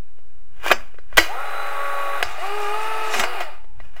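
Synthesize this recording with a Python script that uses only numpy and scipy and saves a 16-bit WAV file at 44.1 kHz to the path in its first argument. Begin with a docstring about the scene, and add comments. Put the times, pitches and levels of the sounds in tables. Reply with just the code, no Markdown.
"""A quiet room, an instant camera in the hand, close to a small microphone. Fingers rub on the plastic,
then the shutter button slides and snaps (0.7 s). A latch clunks (1.2 s) and the motor spins up a plastic
gear train, whining and rattling. A pick catches the film (2.2 s) and the gears slow as the rollers
squeeze the sheet out. The mechanism clacks home (3.2 s), the motor coasts to rest and a small spring
rings on faintly."""
import sys
import numpy as np
from scipy import signal
from scipy.fft import rfft, irfft
from scipy.io import wavfile
from scipy.ndimage import uniform_filter1d

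SR = 44100
rng = np.random.default_rng(int(sys.argv[2]) if len(sys.argv) > 2 else 0)


def wav_record(signal):
    """Record a signal, one row per channel, as 16-bit PCM in the file named by sys.argv[1]."""
    frames = np.transpose(np.atleast_2d(signal))
    bounded = np.clip(frames, -1, 1)
    # unit amplitude maps onto the largest positive 16-bit level
    quanta = np.round(bounded * 32767).astype(np.int16)
    wavfile.write(sys.argv[1], SR, quanta)


N = 176400
T = np.arange(N) / SR

# tooth rattle while the gears run light (t/s, level/dB)
FREE_RATTLE = [(1.19, -55), (1.24, -42), (1.38, -32), (1.8, -30), (2.2, -29), (2.26, -53)]
# gear whine while driving the rollers (t/s, level/dB)
ROLLER_WHINE = [(2.38, -33.5), (2.44, -30.5), (2.6, -31), (2.72, -26.5), (3.08, -29), (3.16, -38),
                (3.38, -34.5), (3.5, -41.5)]


def motor(max_backlash=.55, full_backlash_hz_per_s=2600):
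    """Tooth rate, teeth passed and backlash: quick changes of speed make the gears run unevenly."""
    tooth_rate = [(1.22, 199.8), (1.3, 375.6), (1.35, 489), (1.41, 565.5), (2.19, 562.2), (2.26, 331.6),
                  (2.39, 306.2), (2.445, 387.4), (2.56, 418), (2.68, 410), (2.77, 430.2), (2.9, 441.7),
                  (3.15, 433.7), (3.205, 362.2), (3.28, 489.1), (3.32, 494.8), (3.4, 364.9), (3.6, 203.5)]  # teeth meshing per second (t/s, f/Hz)
    tooth_hz = follow(tooth_rate)
    acceleration = uniform_filter1d(np.abs(np.gradient(tooth_hz)), size=2600) * SR
    backlash = max_backlash * np.clip(acceleration / full_backlash_hz_per_s, 0, 1) ** 2
    teeth = np.cumsum(tooth_hz * (1 + (.0015 + .03 * backlash) * walk(90))) / SR
    return tooth_hz, teeth, backlash


def gear_whine(tooth_hz, teeth, backlash):
    """Meshing teeth whine, and hum under load; a loose idler wanders in pitch beside them."""
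    # gears running light, hum under load, idler (t/s, level/dB)
    free_level = [(1.25, -48), (1.34, -27.5), (1.43, -39), (1.72, -35), (1.8, -26.5), (2.17, -27),
                  (2.22, -42)]
    hum_level = [(2.42, -45), (2.53, -30), (2.71, -30.5), (2.83, -38), (3.14, -33.5), (3.43, -44)]
    idler_level = [(1.28, -46), (1.36, -35), (1.66, -35.5), (2.2, -40)]
    # partials (multiple of tooth rate, level/dB, flutter 0-1)
    free_partials = [(1, -1, 0.12), (2, 6.5, 0)]
    loaded_partials = [(2, 2.5, 0.075), (2.91, -2, 0.41), (3, 0.5, 1), (4, -8.5, 0.93), (5.83, -6.5, 0.42)]
    idler_partials = [(1.311, -11, 0.5), (1.455, -2.5, 0.2), (2.322, -4.5, 0.8), (2.47, -6, .5)]
    free = fader(free_level) * whine(teeth, free_partials, backlash=backlash)
    loaded = fader(ROLLER_WHINE) * whine(teeth, loaded_partials, backlash=backlash)
    hum = fader(hum_level) * unit(np.sin(2 * np.pi * teeth))
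    idler_teeth = np.cumsum(tooth_hz * (1 + .012 * walk(25))) / SR
    idler = fader(idler_level) * whine(idler_teeth, idler_partials)
    return housing(free + loaded + hum + idler)


def gear_rattle(teeth, pinion_teeth=12, grind_share=.72):
    """Worn teeth rasp in a pattern that returns with each turn of the pinion, amid random grinding."""
    # rattle spectra, running light and under load (f/Hz, level/dB)
    free_colour = [(150, -82.5), (270, -29.5), (370, -9), (520, -5.5), (800, 0.5), (1010, -5.5), (1330, 4),
                   (1550, -3), (1950, -3.5), (2850, -13), (3200, -20.5), (3850, -15.5), (4400, -30.5),
                   (6800, -30.5), (7700, -34), (10800, -27), (12200, -34.5), (13500, -24.5), (16000, -33.5)]
    loaded_colour = [(150, -74), (270, -31.5), (370, -2), (520, -8), (740, 6.5), (1020, -4), (1230, 5.5),
                     (1500, -1.5), (2800, -3.5), (3100, -13), (3850, -13.5), (6300, -31), (7700, -26.5),
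                     (11000, -23), (12200, -32), (13500, -22), (16000, -28)]
    loaded_level = [(2.2, -40), (2.25, -33.5), (2.37, -36.5), (2.45, -32.5), (3.08, -30.5), (3.2, -24.5),
                    (3.3, -31.5), (3.41, -31), (3.47, -40), (3.55, -46), (3.63, -62)]  # rattle under load (t/s, level/dB)
    samples_per_tooth = 1 / np.diff(teeth).max()  # at top speed
    wear = np.interp(teeth % pinion_teeth * samples_per_tooth, np.arange(N), noise())
    grind = noise() * undb(walk(250))
    rasp = np.sqrt(1 - grind_share) * unit(wear) + np.sqrt(grind_share) * unit(grind)
    free = colour(rasp * fader(FREE_RATTLE), free_colour)
    return free + colour(rasp * fader(loaded_level), loaded_colour)


def housing(x, boom_hz=740, notch_hz=1000, low_cut_hz=330):
    """The gear housing booms at one pitch, swallows another and radiates no bass."""
    boom = signal.lfilter(*signal.iirpeak(boom_hz, Q=10, fs=SR), x)
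    hollow = signal.lfilter(*signal.iirnotch(notch_hz, Q=6, fs=SR), x + boom)
    return signal.sosfilt(signal.butter(4, low_cut_hz, "highpass", fs=SR, output="sos"), hollow)


def mechanism():
    """Latch, pick and other moving parts clack against the plastic casing."""
    clacks = [(.185, -50.5, .004, -5.5), (0.943, -43, 0.0025, -4), (.985, -34.5, 0.0028, -5),
              (1.127, -31.5, 0.002, -7), (1.171, -8.5, 0.0096, 2), (1.1793, 1, 0.0064, -0.5),
              (1.197, -22, 0.054, 1), (2.2268, -7.5, 0.0025, 0), (3.138, -18.5, 0.012, -0.5),
              (3.195, -13.5, 0.0078, 1), (3.2358, -10, 0.0044, -2.5), (3.404, -22, 0.014, -1),
              (3.643, -42, 0.0025, -4), (3.801, -32, 0.0026, -5.5), (3.964, -38.5, 0.0073, -0.5)]  # contacts (t/s, level/dB, decay/s, tilt/dB per octave)
    casing_modes = [(716, 6.5), (1400, 1.5), (1920, 6), (2200, 5), (2950, -7.5), (4050, 0), (5259, -15),
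                    (6550, -13)]  # casing resonances (f/Hz, level/dB)
    return plastic(contacts(clacks), casing_modes, ring_db=-4.5)


def booms_and_spring():
    """Low, hollow booms ring after the hits; a small spring rings on after the last hard clack."""
    booms = [(0.721, 232, -38.5, 0.35), (1.182, 332, -15, 0.13), (3.146, 227.8, -37, 0.27),
             (3.184, 226, -22, 0.097)]  # low booms (t/s, f/Hz, level/dB, T60/s)
    return sum(struck(*boom) for boom in booms) + struck(start=3.5, hz=878, db=-54, t60=2.7)


def hands(hold_db=-57.5):
    """The button slides grittily and snaps, fingers rub, and a dull rumble swells with each jolt."""
    rub = [(0, -66.5), (.5, -66), (.59, -52), (.62, -45.5), (.652, -27), (.7, -25.5), (.75, -38.5),
           (.9, -56.5), (1.07, -62.5), (1.16, -43.5), (1.3, -53), (3.77, -63), (3.85, -51.5), (3.91, -60.5),
           (4, -46)]  # button and fingers sliding on plastic (t/s, level/dB)
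    snaps = [(0.6625, -16, 0.0045, -1), (0.68, -13.5, 0.0038, 0), (0.7045, -12.5, 0.0085, -4),
             (.7135, -2.5, 0.0075, -2.4), (.718, -5, 0.0039, -1)]  # button catches and snap (t/s, level/dB, decay/s, tilt/dB per octave)
    button_modes = [(730, 1), (1230, 1), (1520, 4.5), (1900, 6.5), (2260, 10), (2660, -4.5), (2950, -9),
                    (6600, -11.5)]  # button and shutter resonances (f/Hz, level/dB)
    jolts = [(.71, -40.5, 0.21), (1.185, -24, 0.028), (2.26, -33, 0.04), (3.21, -34.5, 0.029),
             (3.82, -36.5, 0.1)]  # jolts of the hand (t/s, level/dB, spread/s)
    rumble_colour = [(33, -1.5), (60, -13.5), (100, -18.5), (170, -26.5), (1000, -71.5)]  # handling noise spectrum (f/Hz, level/dB)
    grit = unit(noise() * undb(1.9 * walk(430)))
    button = plastic(grit * fader(rub) + contacts(snaps), button_modes, ring_db=-8)
    shake = undb(hold_db) + sum(undb(db) * np.exp(-np.abs(T - at) / spread) for at, db, spread in jolts)
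    return button + shake * unit(colour(noise(), rumble_colour))


def film():
    """The stiff sheet scrapes out through the slot in uneven grains."""
    scrape_level = [(2.22, -49), (2.5, -52.5), (2.7, -46.5), (2.98, -51.5), (3.1, -42), (3.2, -29.5),
                    (3.27, -75)]  # sheet against the slot (t/s, level/dB)
    scrape_colour = [(1500, -47.5), (3700, 8.5), (4700, -6.5), (5700, 5.5), (7300, 0), (9000, -4),
                     (16000, -19)]  # scrape spectrum (f/Hz, level/dB)
    grains = unit(noise() * undb(2 * walk(25) + 2 * walk(500)))
    return colour(grains * fader(scrape_level), scrape_colour)


def brushes(hiss_db=-26, detune=.96):
    """The motor brushes give a narrow hiss and thin whistles that rise and fall with the gear noise."""
    hiss_centre = [(1.3, 8620), (1.7, 8330), (2.2, 8420), (2.47, 8240), (2.72, 8300), (2.92, 8900),
                   (3.2, 8280)]  # centre of the hiss band (t/s, f/Hz)
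    whistle_tones = [(10971, -32), (13227, -31)]  # brush whistles (f/Hz before detuning, relative level/dB)
    running = fader(FREE_RATTLE) + fader(ROLLER_WHINE)
    hiss = undb(hiss_db) * whine(np.cumsum(follow(hiss_centre)) / SR, [(1, 0, .97)], flutter_hz=550)
    whistles = sum(undb(db) * whine(hz * T, [(detune, 0, 1)], flutter_hz=140) for hz, db in whistle_tones)
    return running * hiss, running * whistles


def shaft(squeal_hz=3995):
    """A dry shaft squeals on one fluttering note."""
    squeal_level = [(1.4, -68), (1.47, -47), (1.68, -50), (1.77, -57), (2.15, -51.5)]  # shaft friction (t/s, level/dB)
    return fader(squeal_level) * whine(squeal_hz * T, [(1, 0, .54)], flutter_hz=38)


def contacts(events, rise_s=.00063):
    """Each contact chatters briefly: a decaying burst of force with its own treble tilt."""
    force = np.zeros(N + SR)
    t = T[:SR]
    octaves = np.log2(np.maximum(np.fft.rfftfreq(SR, 1 / SR), 400) / 1600)
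    for start, db, decay, tilt_db in events:
        envelope = np.exp(-t / decay)
        chatter = unit_energy(rng.standard_normal(SR) * envelope * np.minimum(t / rise_s, 1))
        tilted = irfft(rfft(chatter) * undb(tilt_db * octaves)) * (t < .5)
        i = int(start * SR)
        force[i:i + SR] += undb(db) * np.linalg.norm(envelope) * tilted
    return force[:N]


def plastic(force, modes, ring_db):
    """A plastic part answers a force with a dry crack and briefly ringing modes."""
    crack_colour = [(100, -18.5), (230, -35), (350, -4), (520, -1.5), (950, 0), (1350, 4.5), (2200, 0.5),
                    (3000, -3.5), (4500, -20), (6300, -18.5), (8500, -23), (10500, -20), (12300, -34.5),
                    (14300, -15.5), (16000, -29.5)]  # crack spectrum (f/Hz, level/dB)
    ring = fade(t60=.05) * sum(undb(db) * sine(hz) for hz, db in modes)
    return colour(force, crack_colour) + undb(ring_db) * through(force, unit_energy(ring))


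def panels(x, low_hz=4400, high_hz=8200, ring_db=-7.5):
    """Thin plastic panels ring on in many close treble modes."""
    ring = fade(t60=.14) * sum(sine(hz) for hz in rng.uniform(low_hz, high_hz, size=40))
    return x + undb(ring_db) * through(x, unit_energy(ring))


def room(x, early_db=-8.5, early_from_hz=2000, tail_db=-22):
    """Small surfaces near the microphone reflect the treble, hollowing it; a short, dull tail follows."""
    early, tail = (rng.standard_normal(SR) * fade(t60) * (T[:SR] > .002) for t60 in (.024, .31))
    early = signal.sosfilt(signal.butter(2, early_from_hz, "highpass", fs=SR, output="sos"), early)
    tail = signal.lfilter([1], [1, -.4], tail)  # gentle low-pass
    return x + through(x, undb(early_db) * unit_energy(early) + undb(tail_db) * unit_energy(tail))


def room_tone(level_db=-63):
    """A faint, steady hiss lies under everything."""
    floor_colour = [(100, 12.5), (170, -19.5), (400, 6.5), (1000, -4.5), (3000, -14), (16000, -26)]  # noise floor spectrum (f/Hz, level/dB)
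    return undb(level_db) * colour(noise(), floor_colour)


def whine(cycles, partials, flutter_hz=45, backlash=0):
    """Partials that follow a cycle count, fluttering in strength and phase; backlash adds flutter."""
    tone = 0
    for multiple, db, flutter in partials:
        share = np.clip(flutter + backlash, 0, 1)
        wobble = (walk(flutter_hz) + 1j * walk(flutter_hz)) / np.sqrt(2)
        amplitude = np.sqrt(1 - share ** 2) + share * wobble
        tone += undb(db) * np.real(amplitude * np.exp(2j * np.pi * (multiple * cycles + rng.random())))
    return unit(tone)


def struck(start, hz, db, t60):
    """One mode that builds over two cycles and dies away."""
    age = np.maximum(T - start, 0)
    attack = 1 - np.exp(-(age * hz / 2) ** 2)
    return undb(db) * attack * np.sin(2 * np.pi * hz * age) * np.exp(-np.log(1000) * age / t60)


def colour(x, points, size=4096):
    """Causal filter of unit energy, shaped by (f/Hz, level/dB) points."""
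    hz, db = np.array(points).T
    f = np.maximum(np.fft.rfftfreq(size, 1 / SR), 1)
    gain = undb(np.interp(np.log(f), np.log(hz), db))
    cepstrum = irfft(np.log(gain))
    cepstrum[size // 2:] = 0  # minimum phase
    response = irfft(np.exp(2 * rfft(cepstrum)))
    return through(x, unit_energy(response))


def through(x, response):
    """Pass a sound through an impulse response."""
    return signal.fftconvolve(x, response)[:N]


def follow(curve):
    """Frequency along a (t/s, f/Hz) curve."""
    return np.interp(T, *np.array(curve).T)


def fader(curve):
    """Gain along a (t/s, level/dB) curve, silent outside it."""
    return undb(np.interp(T, *np.array(curve).T, left=-140, right=-140))


def fade(t60):
    """One second of exponential decay."""
    return np.exp(-np.log(1000) * T[:SR] / t60)


def sine(hz):
    """One second of sine at a random phase."""
    return np.sin(2 * np.pi * (hz * T[:SR] + rng.random()))


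def walk(rate_hz):
    """Smooth random drift of rms 1."""
    step = max(int(SR / rate_hz), 2)
    stairs = np.repeat(noise()[:N // step + 1], step)
    return unit(uniform_filter1d(stairs, step)[:N])


def noise():
    """White noise."""
    return rng.standard_normal(N)


def undb(db):
    """Decibels to gain."""
    return 10 ** (np.asarray(db) / 20)


def unit(x):
    """Scale to rms 1."""
    return x / np.sqrt(np.mean(x ** 2))


def unit_energy(x):
    """Scale to energy 1."""
    return x / np.linalg.norm(x)


def scene():
    """Camera and hands close up, in mono, over the room tone."""
    tooth_hz, teeth, backlash = motor()
    rattle = gear_rattle(teeth)
    hiss, whistles = brushes()
    tones = gear_whine(tooth_hz, teeth, backlash) + shaft() + whistles
    noises = rattle + hiss + mechanism() + film() + hands()
    return (room(panels(noises)) + tones + booms_and_spring() + room_tone())[None]


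def record(dry, dc_offset=-.104, top_hz=15900):
    """The microphone input sits off centre, clips the hardest clacks and cuts the top."""
    clipped = np.clip(dry + dc_offset, -1, 1) - dc_offset
    return signal.sosfilt(signal.ellip(8, .2, 70, top_hz, fs=SR, output="sos"), clipped) + dc_offset


dry = scene()
out = record(dry)
wav_record(out)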